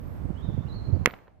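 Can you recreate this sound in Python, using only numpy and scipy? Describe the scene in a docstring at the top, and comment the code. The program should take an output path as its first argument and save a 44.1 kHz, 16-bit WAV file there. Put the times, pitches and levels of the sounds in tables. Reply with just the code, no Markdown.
"""A thin insect buzz and wind come first; the wind buffets mainly the right port of a microphone on the ground,
and a bird whistles in the trees. A thrown steel boule then hits another on gravel: one overloading crack with
a bright tick, a faint high ring, thuds into the ground and gritty bounces, while the background sinks away.
Hard sounds are sine waves that die away; wind, gravel, echoes, insect and faint knocks are shaped noise;
the bird is a sine wave that follows drawn pitch curves."""
import sys
import numpy as np
from scipy import signal
from scipy.fft import rfft, irfft, next_fast_len
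from scipy.io import wavfile
from scipy.ndimage import uniform_filter1d, map_coordinates

SR = 44100
rng = np.random.default_rng(int(sys.argv[2]) if len(sys.argv) > 2 else 0)


def transcribe(signal):
    """Save signal, clipped to [-1, 1], as a 16-bit WAV file at the path in sys.argv[1]."""
    frames = np.atleast_2d(signal).T
    limited = np.clip(frames, -1, 1)
    pcm = np.round(limited * 32767).astype(np.int16)
    wavfile.write(sys.argv[1], SR, pcm)


N = 61739  # samples, 1.4 s
HIT_S = 1.05906  # the moment the boules meet


def amp(db):
    """Decibels to a plain multiplier."""
    return 10 ** (np.asarray(db) / 20)


def unit(x):
    """x scaled to an average strength (rms) of 1."""
    return x / np.sqrt(np.mean(x ** 2) + 1e-20)


def clock():
    """The time of every sample, in seconds."""
    return np.arange(N) / SR


def placed(x, left_db):
    """Stereo, with the left side left_db louder (or softer, if negative)."""
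    return x * np.array([[amp(left_db)], [1]])


def filtered(x, response):
    """x with each frequency multiplied by response(f/Hz)."""
    m = next_fast_len(N + SR // 2)  # spare room, so that filter tails do not wrap round
    spectrum = rfft(x, m) * response(np.fft.rfftfreq(m, 1 / SR))
    return irfft(spectrum, m)[..., :N]


def coloured(x, points):
    """x shaped by a table of f/Hz, level/dB, at rms 1."""
    f, db = np.transpose(points)
    return unit(filtered(x, lambda hz: amp(np.interp(np.log(hz + 1), np.log(f), db))))


def noise(points, channels=1):
    """Coloured noise, unrelated between channels."""
    return coloured(rng.standard_normal((channels, N)), points)


def wobble(rate):
    """A smooth random curve through `rate` random points a second."""
    return map_coordinates(rng.standard_normal(N), [clock() * rate + 4])


def fade(start, t60, attack):
    """A quick rise, then a steady decay that loses 60 dB every t60 seconds."""
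    t = np.maximum(clock() - start, 0)
    return amp(-60 * t / t60) * (1 - np.exp(-t / attack))


def ring(start, hz, t60, attack):
    """One damped mode: a sine wave that dies away."""
    return fade(start, t60, attack) * np.sin(2 * np.pi * hz * (clock() - start))


# the crack's heavily damped swings: f/Hz, level/dB, t60/s
CRACK_SWINGS = [(2541, 16.5, 0.0037), (1443, 22.5, 0.0023), (3000, 13.5, 0.0036), (2035, 29, 0.0024),
                (4110, -7, .005), (840, -12, 0.0074)]
CRACK_ATTACK_S = 0.0012
LEFT_LAG_S, LEFT_DULL_HZ = 0.00008, 2000


def crack():
    """The two balls jolt the air for a few cycles; the left port hears it later and duller."""
    def swing(start):
        return sum(amp(db) * ring(start, hz, t60, CRACK_ATTACK_S) for hz, db, t60 in CRACK_SWINGS)

    left = filtered(swing(HIT_S + LEFT_LAG_S), lambda hz: 1 / np.sqrt(1 + (hz / LEFT_DULL_HZ) ** 2))
    right = swing(HIT_S)
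    return placed(np.array([left, right]), left_db=-8.5)


# a very brief bright tick at the hit (the 13400 Hz row), and faint high ringing of the steel (all other rows):
# f/Hz, level/dB before the flutter, t60/s
TICK_AND_STEEL = [(9820, -74.5, .25), (10250, -75.5, 0.2), (10610, -77.5, .2), (12807, -62.5, 0.41),
                  (12885, -67.5, .33), (13400, -23, 0.0038), (14030, -63, .48), (14287, -57.5, .3),
                  (14060, -55.5, .2), (14480, -61.5, 0.29), (14648, -59.5, .28), (15208, -69.5, .35)]
WAVER_RAD, FLUTTER_DB = 0.66, 9.5


def tick_and_steel():
    """A very brief bright tick at the hit, and faint high ringing of the steel: wavering, fluttering sines."""
    out = np.zeros(N)
    for hz, db, t60 in TICK_AND_STEEL:
        level = amp(db + FLUTTER_DB * wobble(50))
        phase = 2 * np.pi * hz * clock() + WAVER_RAD * wobble(210)
        out += level * fade(HIT_S, t60, attack=0.0005) * np.sin(phase)
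    return placed(out, left_db=-13)


# the crack scattered by the pitch, then by walls and trees: level/dB, t60/s, left minus right level/dB
SCATTER_TAILS = [(-23.5, 0.1, -15), (-53.5, 0.62, 3.5)]
# tone of the scattered sound: f/Hz, level/dB
SCATTER_TONE = [(100, 4), (400, 2), (800, 1.5), (1500, 3), (2200, 0.5), (3100, -9), (4200, -25),
                (6000, -40.5), (9000, -50), (16000, -52)]


def scatter():
    """The surroundings return the crack as a short and a long diffuse tail, made of fading noise."""
    out = np.zeros((2, N))
    for db, t60, left_db in SCATTER_TAILS:
        shared = noise(SCATTER_TONE)  # the same at both ports
        separate = noise(SCATTER_TONE, channels=2)
        tail = unit(shared + 0.78 * separate) * amp(db) * fade(HIT_S, t60, attack=0.00033)
        out += placed(tail, left_db)
    return out


# boules driven into the ground: t/s, level/dB
THUD_TIMES = [(1.0597, -12), (1.0738, -10)]
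# damped modes of the packed ground: f/Hz, level/dB within a thud, t60/s
GROUND_MODES = [(422, 3.5, 0.0089), (246, -7.5, 0.023), (127, -26.5, 0.02), (950, -13, 0.0011)]


def thuds():
    """Each boule gives the packed ground a dull push, and the ground quickly damps it."""
    out = np.zeros((2, N))
    for s, db in THUD_TIMES:
        thud = sum(amp(db + mode_db) * ring(s, hz, t60, attack=0.0009) for hz, mode_db, t60 in GROUND_MODES)
        out -= placed(thud, left_db=-3.0)  # minus: the push has the opposite sign
    return out


# gravel struck by the boules: t/s, level/dB of the whole strike, t60/s of the crunch,
# left minus right level/dB, pebble pitch f/Hz
GRAVEL_STRIKES = [(1.0596, -17, .008, -4, 2100), (1.0739, -25, .007, -6, 1900),
                  (1.0945, -33, .006, -5, 1100), (1.1006, -31.5, .006, -6, 2100),
                  (1.1093, -31, .009, -7, 2000), (1.1372, -31.5, .009, 0, 1400),
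                  (1.1398, -34.5, .009, 0, 1900), (1.1645, -48, .015, -4, 1600),
                  (1.1888, -40.5, .006, -4, 1600), (1.2725, -53, .03, -3, 1300),
                  (1.2797, -43, .016, -4, 1400), (1.2825, -43, .012, -5, 950)]
# tone of the crunch: f/Hz, level/dB
GRAVEL_TONE = [(100, -6), (450, 6), (1000, 3), (2200, -4.5), (3100, -13), (4400, -9.5), (5400, -22.5),
               (10000, -37), (16000, -56)]
CRUNCH_ATTACK_S, GRAIN_SPREAD_DB = 0.000057, 2
GRAIN_REACH = 2.2  # the crunch reaches up to this many times the pebble's pitch
PEBBLE_DB, CRUNCH_DB = 7, -2.5  # both on top of the strike's level
PEBBLE_T60_S = 0.0035


def gravel():
    """Pebbles click (a damped sine) and crunch (grainy noise) under the balls, the lower-pitched ones duller."""
    out = np.zeros((2, N))
    for s, db, t60, left_db, pitch in GRAVEL_STRIKES:
        rough = rng.standard_normal(N) * amp(GRAIN_SPREAD_DB * wobble(1700))
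        grains = coloured(rough, GRAVEL_TONE) * fade(s, t60, CRUNCH_ATTACK_S)
        crunch = filtered(grains, lambda hz: 1 / np.sqrt(1 + (hz / (GRAIN_REACH * pitch)) ** 10))
        click = amp(PEBBLE_DB) * ring(s, pitch, PEBBLE_T60_S, attack=0.00025)
        out += placed(amp(db) * (click + amp(CRUNCH_DB) * crunch), left_db)
    return out


# eddies at the right port: middle t/s, level/dB, spread either side t/s, level/dB of the rip against the swirl
EDDY_TIMES = [(0.223, -35, 0.02, -9.5), (0.257, -23.5, 0.0078, -12.5), (0.303, -21.5, 0.0077, -12.5),
              (0.45, -19, 0.0048, -21.5), (0.493, -20.5, 0.0091, -10), (0.54, -25, 0.015, -25),
              (0.579, -30.5, 0.0038, 1.5), (0.595, -21.5, 0.012, -18.5), (0.658, -25.5, 0.0096, -41),
              (0.7, -34.5, 0.024, -19.5), (0.756, -31.5, 0.0044, -16), (0.894, -24, 0.014, -8.5),
              (0.937, -14, 0.0089, -24.5), (0.961, -23.5, 0.014, -7.5), (1.013, -25.5, 0.019, -29)]
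# tone of the low swirl: f/Hz, level/dB
SWIRL_TONE = [(20, -9), (45, -11.5), (75, 7), (160, -0.5), (250, -13), (400, -28), (800, -43.5),
              (2000, -62), (6000, -92)]
# tone of the higher rip: f/Hz, level/dB
RIP_TONE = [(100, -11), (250, 9), (400, -7.5), (700, -15), (1500, -38), (4000, -74)]


def eddies():
    """Short low swirls of wind, mainly on the right port, each mixed with a share of higher rip."""
    def even(x):
        """Level out the noise's own swells."""
        return x / np.sqrt(np.abs(uniform_filter1d(x ** 2, size=1300)) + 0.05)

    swirl = even(noise(SWIRL_TONE, channels=2))
    rip = even(noise(RIP_TONE, channels=2))
    out = np.zeros((2, N))
    for middle, db, spread, rip_db in EDDY_TIMES:
        swell = np.exp(-0.5 * ((clock() - middle) / spread) ** 2)
        out += amp(db) * swell * (swirl + amp(rip_db) * rip)
    return placed(out, left_db=-32.5)


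# bird notes, each a curve: t/s, f/Hz, level/dB, waver as a share of the pitch
BIRD_NOTES = [
    [(.345, 2850, -69, .04), (.38, 3080, -55, .03), (.395, 3280, -60, .04), (.415, 3350, -57, .04),
     (.43, 3740, -54, .012), (.465, 3720, -56, .02), (.5, 3550, -59, .035), (.58, 3520, -64, .04),
     (.65, 3500, -69, .04)],
    [(.658, 2500, -63, .02), (.678, 2900, -56, .02), (.686, 2980, -60, .02)],
    [(.678, 4300, -61, .06), (.692, 4050, -58, .05), (.7, 3960, -53, .007), (.719, 3950, -51, .007),
     (.727, 4200, -50, .015), (.738, 4130, -53, .015), (.748, 4360, -49, .012), (.795, 4190, -51, .01),
     (.825, 4150, -66, .03), (.865, 4210, -53, .008), (.91, 4180, -66, .02)],
    [(.925, 4700, -70, .01), (.955, 4650, -64, .01), (.975, 4600, -70, .01)],
]
BIRD_WAVER_RATE = 650  # random points a second
BIRD_ECHO_DB, TREES_T60_S = -6, 0.8


def bird():
    """Wavering whistles, each a sine wave along a pitch curve, that linger among the trees."""
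    t = clock()
    song = np.zeros(N)
    for note in BIRD_NOTES:
        s, hz, db, waver = np.transpose(note)
        pitch = np.interp(t, s, hz) * (1 + np.interp(t, s, waver) * wobble(BIRD_WAVER_RATE))
        gate = np.clip(np.minimum(t - s[0], s[-1] - t) / 0.0058, 0, 1)  # soft start and end
        level = amp(np.interp(t, s, db) + 1.2 * wobble(90))
        song += gate * level * np.sin(2 * np.pi * np.cumsum(pitch) / SR)
    tail = rng.standard_normal((2, N)) * fade(0, TREES_T60_S, attack=0.013)
    echo = signal.fftconvolve(song[None], tail / np.linalg.norm(tail[0]), axes=1)[:, :N]
    return placed(song + amp(BIRD_ECHO_DB) * echo, left_db=-23.5)


# thin insect buzzes: middle t/s, half length t/s, f/Hz, half width f/Hz, level/dB
INSECT_BUZZES = [(0.098, 0.13, 12550, 129, -59), (0.23, 0.22, 8280, 129, -80)]


def insect():
    """Narrow bands of very high noise that swell and fade."""
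    out = np.zeros(N)
    for s, half, hz, width, db in INSECT_BUZZES:
        band = unit(filtered(rng.standard_normal(N), lambda f: 1 / (1 + ((f - hz) / width) ** 2)))
        out += band * amp(db) * np.exp(-((clock() - s) / half) ** 2)
    return placed(out, left_db=-18)


# faint distant knocks: t/s, level/dB
KNOCK_TIMES = [(0.445, -38), (0.623, -41.5), (0.74, -39)]
KNOCK_HZ, KNOCK_WIDTH_HZ, KNOCK_T60_S = 964, 200, 0.053


def knocks():
    """Soft, dull knocks somewhere far off: bursts of noise around one pitch."""
    out = np.zeros(N)
    for s, db in KNOCK_TIMES:
        band = filtered(rng.standard_normal(N), lambda hz: 1 / (1 + ((hz - KNOCK_HZ) / KNOCK_WIDTH_HZ) ** 2))
        out += amp(db) * unit(band) * fade(s, KNOCK_T60_S, attack=0.0039)
    return placed(out, left_db=-11.5)


# changing level of the background: t/s, rumble level/dB, air level/dB
BACKGROUND_LEVEL = [(0, -3, 4), (.45, -5.5, 5), (.85, -3, 5), (1.041, -7, 5.5), (1.12, -24, 7.5),
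                    (1.22, -32, -3.5), (1.311, -32, -11), (1.4, -24.5, -24)]
# tone of the low rumble: f/Hz, level/dB
RUMBLE_TONE = [(20, -17.5), (45, 0), (80, 3.5), (160, -2.5), (300, -15), (600, -24), (2000, -76)]
# tone of the rush of air: f/Hz, level/dB
AIR_TONE = [(100, 6.5), (400, 5), (1000, 1.5), (2000, -10), (3200, -19.5), (5000, -25), (8000, -30.5),
            (10000, -40.5), (13500, -20.5), (15000, -33), (16000, -46)]
# tone of the steady hush of the open air: f/Hz, level/dB
FLOOR_TONE = [(20, -19.5), (40, -2), (100, 1), (380, -17), (550, -11.5), (800, -12.5), (1100, -31),
              (2000, -35), (8000, -53.5)]
# left and right, before the changing level is added
RUMBLE_DB, AIR_DB = [[-38.5], [-30.5]], [[-58.5], [-53.5]]
FLOOR_DB = -60


def wind():
    """Low rumble and a rush of air at both ports, as noise that wobbles in level, over a steady floor."""
    t = clock()
    s, rumble_db, air_db = np.transpose(BACKGROUND_LEVEL)
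    rumble_level = np.array(RUMBLE_DB) + np.interp(t, s, rumble_db) + 0.81 * wobble(30)
    air_level = np.array(AIR_DB) + np.interp(t, s, air_db) + 0.53 * wobble(37)
    rumble = noise(RUMBLE_TONE, channels=2) * amp(rumble_level)
    air = noise(AIR_TONE, channels=2) * amp(air_level)
    hush = amp(FLOOR_DB) * noise(FLOOR_TONE, channels=2)
    return rumble + air + hush


def scene():
    """All the sounds together, from the hit to the background."""
    hit = crack() + tick_and_steel() + scatter() + thuds() + gravel()
    background = eddies() + bird() + insect() + knocks() + wind()
    return hit + background


# treble shaping after the overload, a bright edge near 10 kHz and duller above: f/Hz, level/dB
TREBLE_SHAPE = [(8600, 0.5), (10300, 5), (11200, -3), (12400, -8), (14800, -2.5), (16500, -9)]
CLIP_TOP, CLIP_HARDNESS = np.array([[0.7], [0.86]]), 8  # ceilings: left, right
TOP_HZ = 16700


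def record(dry):
    """The crack overloads the recorder; then the treble is shaped and cut steeply above a band limit."""
    clipped = dry / (1 + np.abs(dry / CLIP_TOP) ** CLIP_HARDNESS) ** (1 / CLIP_HARDNESS)
    shaped = filtered(clipped, lambda hz: amp(np.interp(hz, *np.transpose(TREBLE_SHAPE))))
    return filtered(shaped, lambda hz: 1 / np.sqrt(1 + (hz / TOP_HZ) ** 120))


dry = scene()
out = record(dry)
transcribe(out)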